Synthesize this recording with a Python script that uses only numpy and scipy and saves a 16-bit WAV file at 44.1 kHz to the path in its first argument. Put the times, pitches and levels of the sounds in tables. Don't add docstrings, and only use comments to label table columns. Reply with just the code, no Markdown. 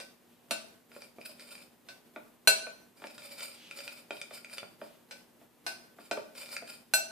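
import sys
import numpy as np
from scipy import signal
from scipy.fft import rfft, irfft, next_fast_len
from scipy.io import wavfile
from scipy.ndimage import uniform_filter1d, map_coordinates

SR = 44100
rng = np.random.default_rng(int(sys.argv[2]) if len(sys.argv) > 2 else 0)


def dump(signal):
    limited = np.clip(np.atleast_2d(signal).T, -1, 1)
    pcm = np.round(limited * 32767).astype(np.int16)
    wavfile.write(sys.argv[1], SR, pcm)


N = 313811
TIME = np.arange(N) / SR
TAIL = TIME[:SR]

# start in seconds, rim ring, wall ring and clack in relative dB,
# contact brightness in Hz, pitch favoured by the struck spot in Hz.
CLINKS = [(0.001, -55.5, -84, -32.5, 8050, 1517), (0.509, -39.5, -29.5, -21.5, 8040, 2730),
          (1.887, -54, -82, -36, 6060, 1517), (2.474, -21.5, -16, -12.5, 9240, 4240),
          (5.11, -54.5, -79, -34, 7400, 1517), (5.665, -41.5, -42, -25.5, 10300, 1517),
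          (6.112, -44.5, -57, -29, 4360, 1517), (6.937, -26, -26.5, -18, 18600, 7850)]
# start in seconds, crunch and bowl thud in relative dB,
# contact brightness in Hz.
KNOCKS = [(0.510, -26, -26.5, 3870), (0.917, -38.5, -52.5, 3500), (0.964, -24, -69, 700),
          (1.185, -22.5, -40.5, 657), (2.161, -29, -32.5, 2380), (2.668, -26.5, -35, 1806),
          (3.020, -42, -40, 2983), (3.040, -29, -34, 3000), (4.107, -17, -34, 2500),
          (4.309, -37, -41.5, 3000), (4.63, -18, -49, 652), (4.815, -32, -34, 1970),
          (5.414, -70, -53, 3000), (5.986, -55, -41.5, 3000), (6.112, -20, -26, 6900),
          (6.172, -17, -26, 1390), (6.622, -27, -35, 1200)]
# start and length in seconds, peak in relative dB,
# share of the length at which the spoon presses hardest.
STROKES = [(0.915, 0.15, -58.5, 0.73), (1.195, 0.13, -54, 0.2), (1.366, 0.26, -53.5, 0.73),
           (2.962, 0.23, -54.5, 0.74), (3.182, 0.37, -50, 0.68), (3.699, .31, -52.5, 0.77),
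           (4.105, 0.098, -48, 0.78), (4.303, .09, -49.5, 0.94), (4.487, 0.12, -49.5, 0.53),
           (4.803, 0.08, -58.5, 0.32), (5.99, 0.088, -55.5, 0.76), (6.344, 0.23, -47.5, 0.99),
           (6.663, .1, -48.5, 0.13)]
# start in seconds, level in relative dB.
LUMPS = [(1.020, -31), (1.396, -35), (1.553, -34), (3.070, -31.5), (3.18, -28), (3.406, -24.5),
         (3.711, -27.5), (3.789, -25.5), (3.804, -29), (3.878, -25.5), (4.215, -23.5), (4.377, -38),
         (4.446, -30.5), (4.582, -22.5), (6.566, -18.5)]
# centre and half-width in seconds, level in relative dB.
SLIDES = [(0.378, .09, -75), (1.925, 0.057, -73), (3.636, 0.071, -57), (4.908, 0.072, -70.5)]
# pitches in Hz, then their strengths in dB.
RIM_HZ = [649, 1517, 2701, 4163, 5936, 7957, 10260, 12800]
RIM_DB = [-5, 4, 0, 3, 0.5, -5.5, -13.5, -1]
# pitches in Hz, then their strengths in dB.
WALL_HZ = [2255, 3015, 3315, 3884, 4285, 7193, 8438, 8811, 9110, 9947, 10480, 10762, 11490, 12380, 13560]
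WALL_DB = [-16.5, -14.5, -17.5, -15.5, -14, -7.5, -13, -9.5, -5, -11, -6, -11, -8.5, -12, -9]
# pitch in Hz, width in Hz, strength in dB.
SPOON_MODES = [(581, 29, 1.5), (1388, 98, -5), (2406, 167, -2.5), (3170, 70, -6), (3654, 30, -4.5),
               (4884, 82, 0), (6650, 33, -25.5), (7200, 97, -5), (8830, 350, -5), (9900, 33, -7),
               (10300, 240, -10.5), (13400, 790, -8)]
# pitch in Hz, width in Hz, strength in dB.
THUD_MODES = [(221, 15, -3), (305, 24, -0.5), (430, 83, -3.5), (580, 77, 5), (661, 70, 5), (930, 62, -4),
              (1142, 41, -3.5), (1450, 310, -8), (2270, 160, -15.5), (2600, 120, -18), (3500, 270, -11.5),
              (5200, 610, -21.5)]
# frequency in Hz, relative level in dB.
CLACK_SPECTRUM = [(100, -43.5), (220, -11), (700, 0), (1100, -9), (2000, -7), (3800, -4.5), (5200, -1.5),
                  (6600, -11.5), (9000, -8), (11500, -21.5), (14500, -8.5)]
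# frequency in Hz, relative level in dB.
POWDER_SPECTRUM = [(150, -51), (500, -10), (1000, -3.5), (2500, -17), (5000, 8.5), (6200, -14),
                   (9000, -8.5), (11500, -11), (13500, 10.5), (14500, -3)]
# frequency in Hz, seconds to fall by 60 dB.
ROOM_T60 = [(150, 0.64), (700, 0.5), (3000, 0.45), (7000, 0.52), (14000, 0.27)]
# frequency in Hz, relative level in dB.
AIR_SPECTRUM = [(25, 11), (60, -7), (120, -5), (200, -0.5), (240, -2.5), (290, -0.5), (400, -3), (570, -6),
                (850, -9), (1300, -13.5), (2900, -17), (5700, -23), (10000, -20.5), (14500, -19)]
# pitch in Hz, level in dB.
HUM_TONES = [(120, -83), (239, -68.5)]


def clinks(clack_t60=0.053, crack_t60=0.0016, spoon_db=7):
    clacks, rings = np.zeros(N), np.zeros((2, N))
    for start, rim_db, wall_db, clack_db, contact_hz, favoured_hz in CLINKS:
        clack = coloured(rng.standard_normal(SR), CLACK_SPECTRUM) * (fade(clack_t60) + fade(crack_t60))
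        clack += from_db(spoon_db) * spoon_ring(clack)
        rim = from_db(rim_db) * glass_ring(RIM_HZ, RIM_DB, favoured_hz, t60_at_1khz=0.3)
        wall = from_db(wall_db) * glass_ring(WALL_HZ, WALL_DB, favoured_hz, t60_at_1khz=0.24)
        add(clacks, start, soften(from_db(clack_db) * clack / 2, contact_hz))
        add(rings, start, soften(rim + wall, contact_hz))
    return clacks, rings


def glass_ring(pitches, levels_db, favoured_hz, t60_at_1khz, favour_db=4, split_hz=8.8, twin_db=-9):
    ring = 0
    for hz, db in zip(pitches, levels_db):
        load, detune = rng.standard_normal(2)
        loaded_hz = hz * (1 + 0.00072 * load)
        stereo_phase = rng.choice([0, np.pi]) + opposed(rng.choice([-1, 1]) * np.pi / 5)
        phase = 2 * np.pi * loaded_hz * TAIL + stereo_phase
        twin = from_db(twin_db) * np.cos(phase + 2 * np.pi * split_hz * detune * TAIL)
        antinode = np.exp(-(10 * np.log(hz / favoured_hz) / 2) ** 2)
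        decay = fade(t60_at_1khz * (hz / 1000) ** -0.3)
        ring += from_db(db + favour_db * antinode) * (np.sin(phase) + opposed(twin)) * decay
    return ring


def spoon_ring(force, grip_spread=0.021):
    return resonate(force, SPOON_MODES, stretch=1 + grip_spread * rng.standard_normal())


def knocks(thud_gain_db=33, chatter_db=-24, chatter_t60=0.06):
    track = np.zeros(N)
    for start, crunch_db, thud_db, contact_hz in KNOCKS:
        blow = TAIL == 0
        chatter = from_db(chatter_db) * rng.standard_normal(SR) * fade(chatter_t60)
        thud = from_db(thud_db + thud_gain_db) * resonate(blow + chatter, THUD_MODES)
        add(track, start, soften(crunch(crunch_db) + thud, contact_hz, order=2))
    return track


def crunch(db, t60=0.012, spoon_db=11, grit_db=-7, tap_db=9, low_hz=250):
    force = rng.standard_normal(SR) * fade(t60)
    force[0] += from_db(tap_db)
    grit = force - soften(force, low_hz)
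    return from_db(db) * (from_db(spoon_db) * spoon_ring(force) + from_db(grit_db) * grit)


def scrape(grains_per_s=9000, slips_per_s=80, slip_db=6, spoon_db=-1, powder_db=-2,
           skid_s=0.063, skid_db=-24.5):
    track = np.zeros(N)
    skids = [(start, skid_s, clack_db + skid_db, 0) for start, _, _, clack_db, _, _ in CLINKS]
    for start, length, db, hardest in STROKES + skids:
        grains = rng.choice([-1, 1], SR) * (rng.random(SR) < grains_per_s / SR)
        force = grains * from_db(slip_db * drift(slips_per_s)[:SR])
        steel = from_db(spoon_db) * rms_one(spoon_ring(force))
        powder = from_db(powder_db) * coloured(force, POWDER_SPECTRUM)
        add(track, start, from_db(db) * pressure(length, hardest) * (steel + powder))
    return track


def pressure(length, hardest, entry_db=-4.5, exit_db=-5.5, bite_s=0.0063, release_s=0.006):
    swell_db = np.interp(TAIL / length, [0, np.clip(hardest, .05, .95), 1], [entry_db, 0, exit_db])
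    bite = 1 - np.exp(-TAIL / bite_s)
    release = np.exp(-np.maximum(TAIL - length, 0) / release_s)
    return from_db(swell_db) * bite * release


def lumps():
    track = np.zeros(N)
    for start, db in LUMPS:
        add(track, start, crunch(db))
    return small_contact(track, low_hz=980, high_hz=5100)


def crumbs(crumbs_per_s=22, boost_db=13.5, spread_db=2):
    track = np.zeros(N)
    for start, length, db, hardest in STROKES:
        count = max(round(length * crumbs_per_s), 1)
        push = pressure(length, hardest)
        for delay in (np.arange(count) + rng.random(count)) * length / count:
            size_db = db + boost_db + spread_db * rng.standard_normal()
            add(track, start + delay, push[int(delay * SR)] * crunch(size_db))
    return small_contact(track, low_hz=700, high_hz=6000)


def small_contact(bursts, low_hz, high_hz):
    return soften(bursts - soften(bursts, low_hz), high_hz, order=2)


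def slides(band_hz=(2400, 3600)):
    flow = sum(from_db(db) * np.exp(-((TIME - centre) / width) ** 2 / 2) for centre, width, db in SLIDES)
    band = signal.butter(1, band_hz, "band", fs=SR, output="sos")
    return flow * rms_one(signal.sosfilt(band, rng.standard_normal(N)))


def kitchen_reverb(first_echo_s=0.0049, early_db=4, early_t60=0.11):
    white = rfft(rng.standard_normal((2, SR)))
    hz = np.fft.rfftfreq(SR, 1 / SR)
    edges_hz = np.geomspace(60, 18000, 13)
    echoes = 0
    for low, high in zip(edges_hz, edges_hz[1:]):
        band = irfft(white * (hz >= low) * (hz < high), SR)
        echoes += band * fade(at_hz(ROOM_T60, np.sqrt(low * high)))
    echoes *= 1 + from_db(early_db) * fade(early_t60)
    return rms_one(echoes * (TAIL > first_echo_s)) / np.sqrt(SR)


def room_air(level_db=-59, side_db=-5):
    mid, side = coloured(rng.standard_normal((2, N)), AIR_SPECTRUM)
    return from_db(level_db) * (mid + from_db(side_db) * opposed(side))


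def appliance_hum(waver_db=1.5, wavers_per_s=9):
    hum = 0
    for hz, db in HUM_TONES:
        level = from_db(db + waver_db * drift(wavers_per_s))
        hum += level * np.sqrt(2) * np.sin(2 * np.pi * hz * TIME)
    return hum


def resonate(force, modes, stretch=1):
    body = 0
    for k, (hz, width, db) in enumerate(modes):
        radius = np.exp(-np.pi * width / SR)
        poles = [1, -2 * radius * np.cos(2 * np.pi * hz * stretch / SR), radius ** 2]
        mode = signal.lfilter([1, 0, -1], poles, force + 1e-18) * (1 - radius ** 2) / 2
        body += (-1) ** k * from_db(db) * mode
    return body


def soften(x, hz, order=1):
    return signal.sosfilt(signal.butter(order, min(hz, .45 * SR), fs=SR, output="sos"), x + 1e-18)


def coloured(noise, spectrum):
    size = noise.shape[-1]
    padded = next_fast_len(size, real=True)
    gain = from_db(at_hz(spectrum, np.fft.rfftfreq(padded, 1 / SR)))
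    return rms_one(irfft(rfft(noise, padded) * gain, padded)[..., :size])


def at_hz(points, hz):
    known_hz, values = np.transpose(points)
    return np.interp(np.log(hz + 1e-6), np.log(known_hz), values)


def drift(turns_per_s):
    return np.interp(TIME * turns_per_s, np.arange(N // 20), rng.standard_normal(N // 20))


def fade(t60):
    return np.exp(-np.log(1000) * TAIL / t60)


def from_db(db):
    return 10 ** (np.asarray(db) / 20)


def rms_one(x):
    return x / np.sqrt(np.mean(x ** 2) + 1e-20)


def opposed(x):
    return x * np.array([[1], [-1]])


def add(track, start_s, sound):
    start = max(round(start_s * SR), 0)
    track[..., start:start + sound.shape[-1]] += sound[..., :N - start]


def hush(x, threshold_db=-59, depth_db=4, knee_db=2, window_s=0.049):
    power = uniform_filter1d(np.mean(x ** 2, axis=0), int(window_s * SR))
    level_db = 10 * np.log10(power + 1e-12)
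    closed = np.clip(.5 + (threshold_db - level_db) / knee_db, 0, 1)
    return x * from_db(-depth_db * closed)


def scene(stir_send_db=-3, left_lag_samples=1.46, pan_db=0.03):
    reverb = kitchen_reverb()
    background = room_air() + appliance_hum()
    clacks, rings = clinks()
    stirring = knocks() + lumps() + scrape() + slides() + crumbs()
    right = clacks + stirring
    left = map_coordinates(right, [np.arange(N) - left_lag_samples], order=3)
    send = rings / 2 + clacks + from_db(stir_send_db) * stirring
    room = signal.fftconvolve(send, reverb, axes=1)[:, :N]
    return (np.array([left, right]) + rings + room) * from_db(opposed(pan_db)) + background


def record(dry, low_cut_hz=115, high_cut_hz=14700):
    low_cut = signal.butter(2, low_cut_hz, "high", fs=SR, output="sos")
    high_cut = signal.ellip(10, .3, 80, high_cut_hz, fs=SR, output="sos")
    return signal.sosfilt(high_cut, hush(signal.sosfilt(low_cut, dry)))


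dry = scene()
out = record(dry)
dump(out)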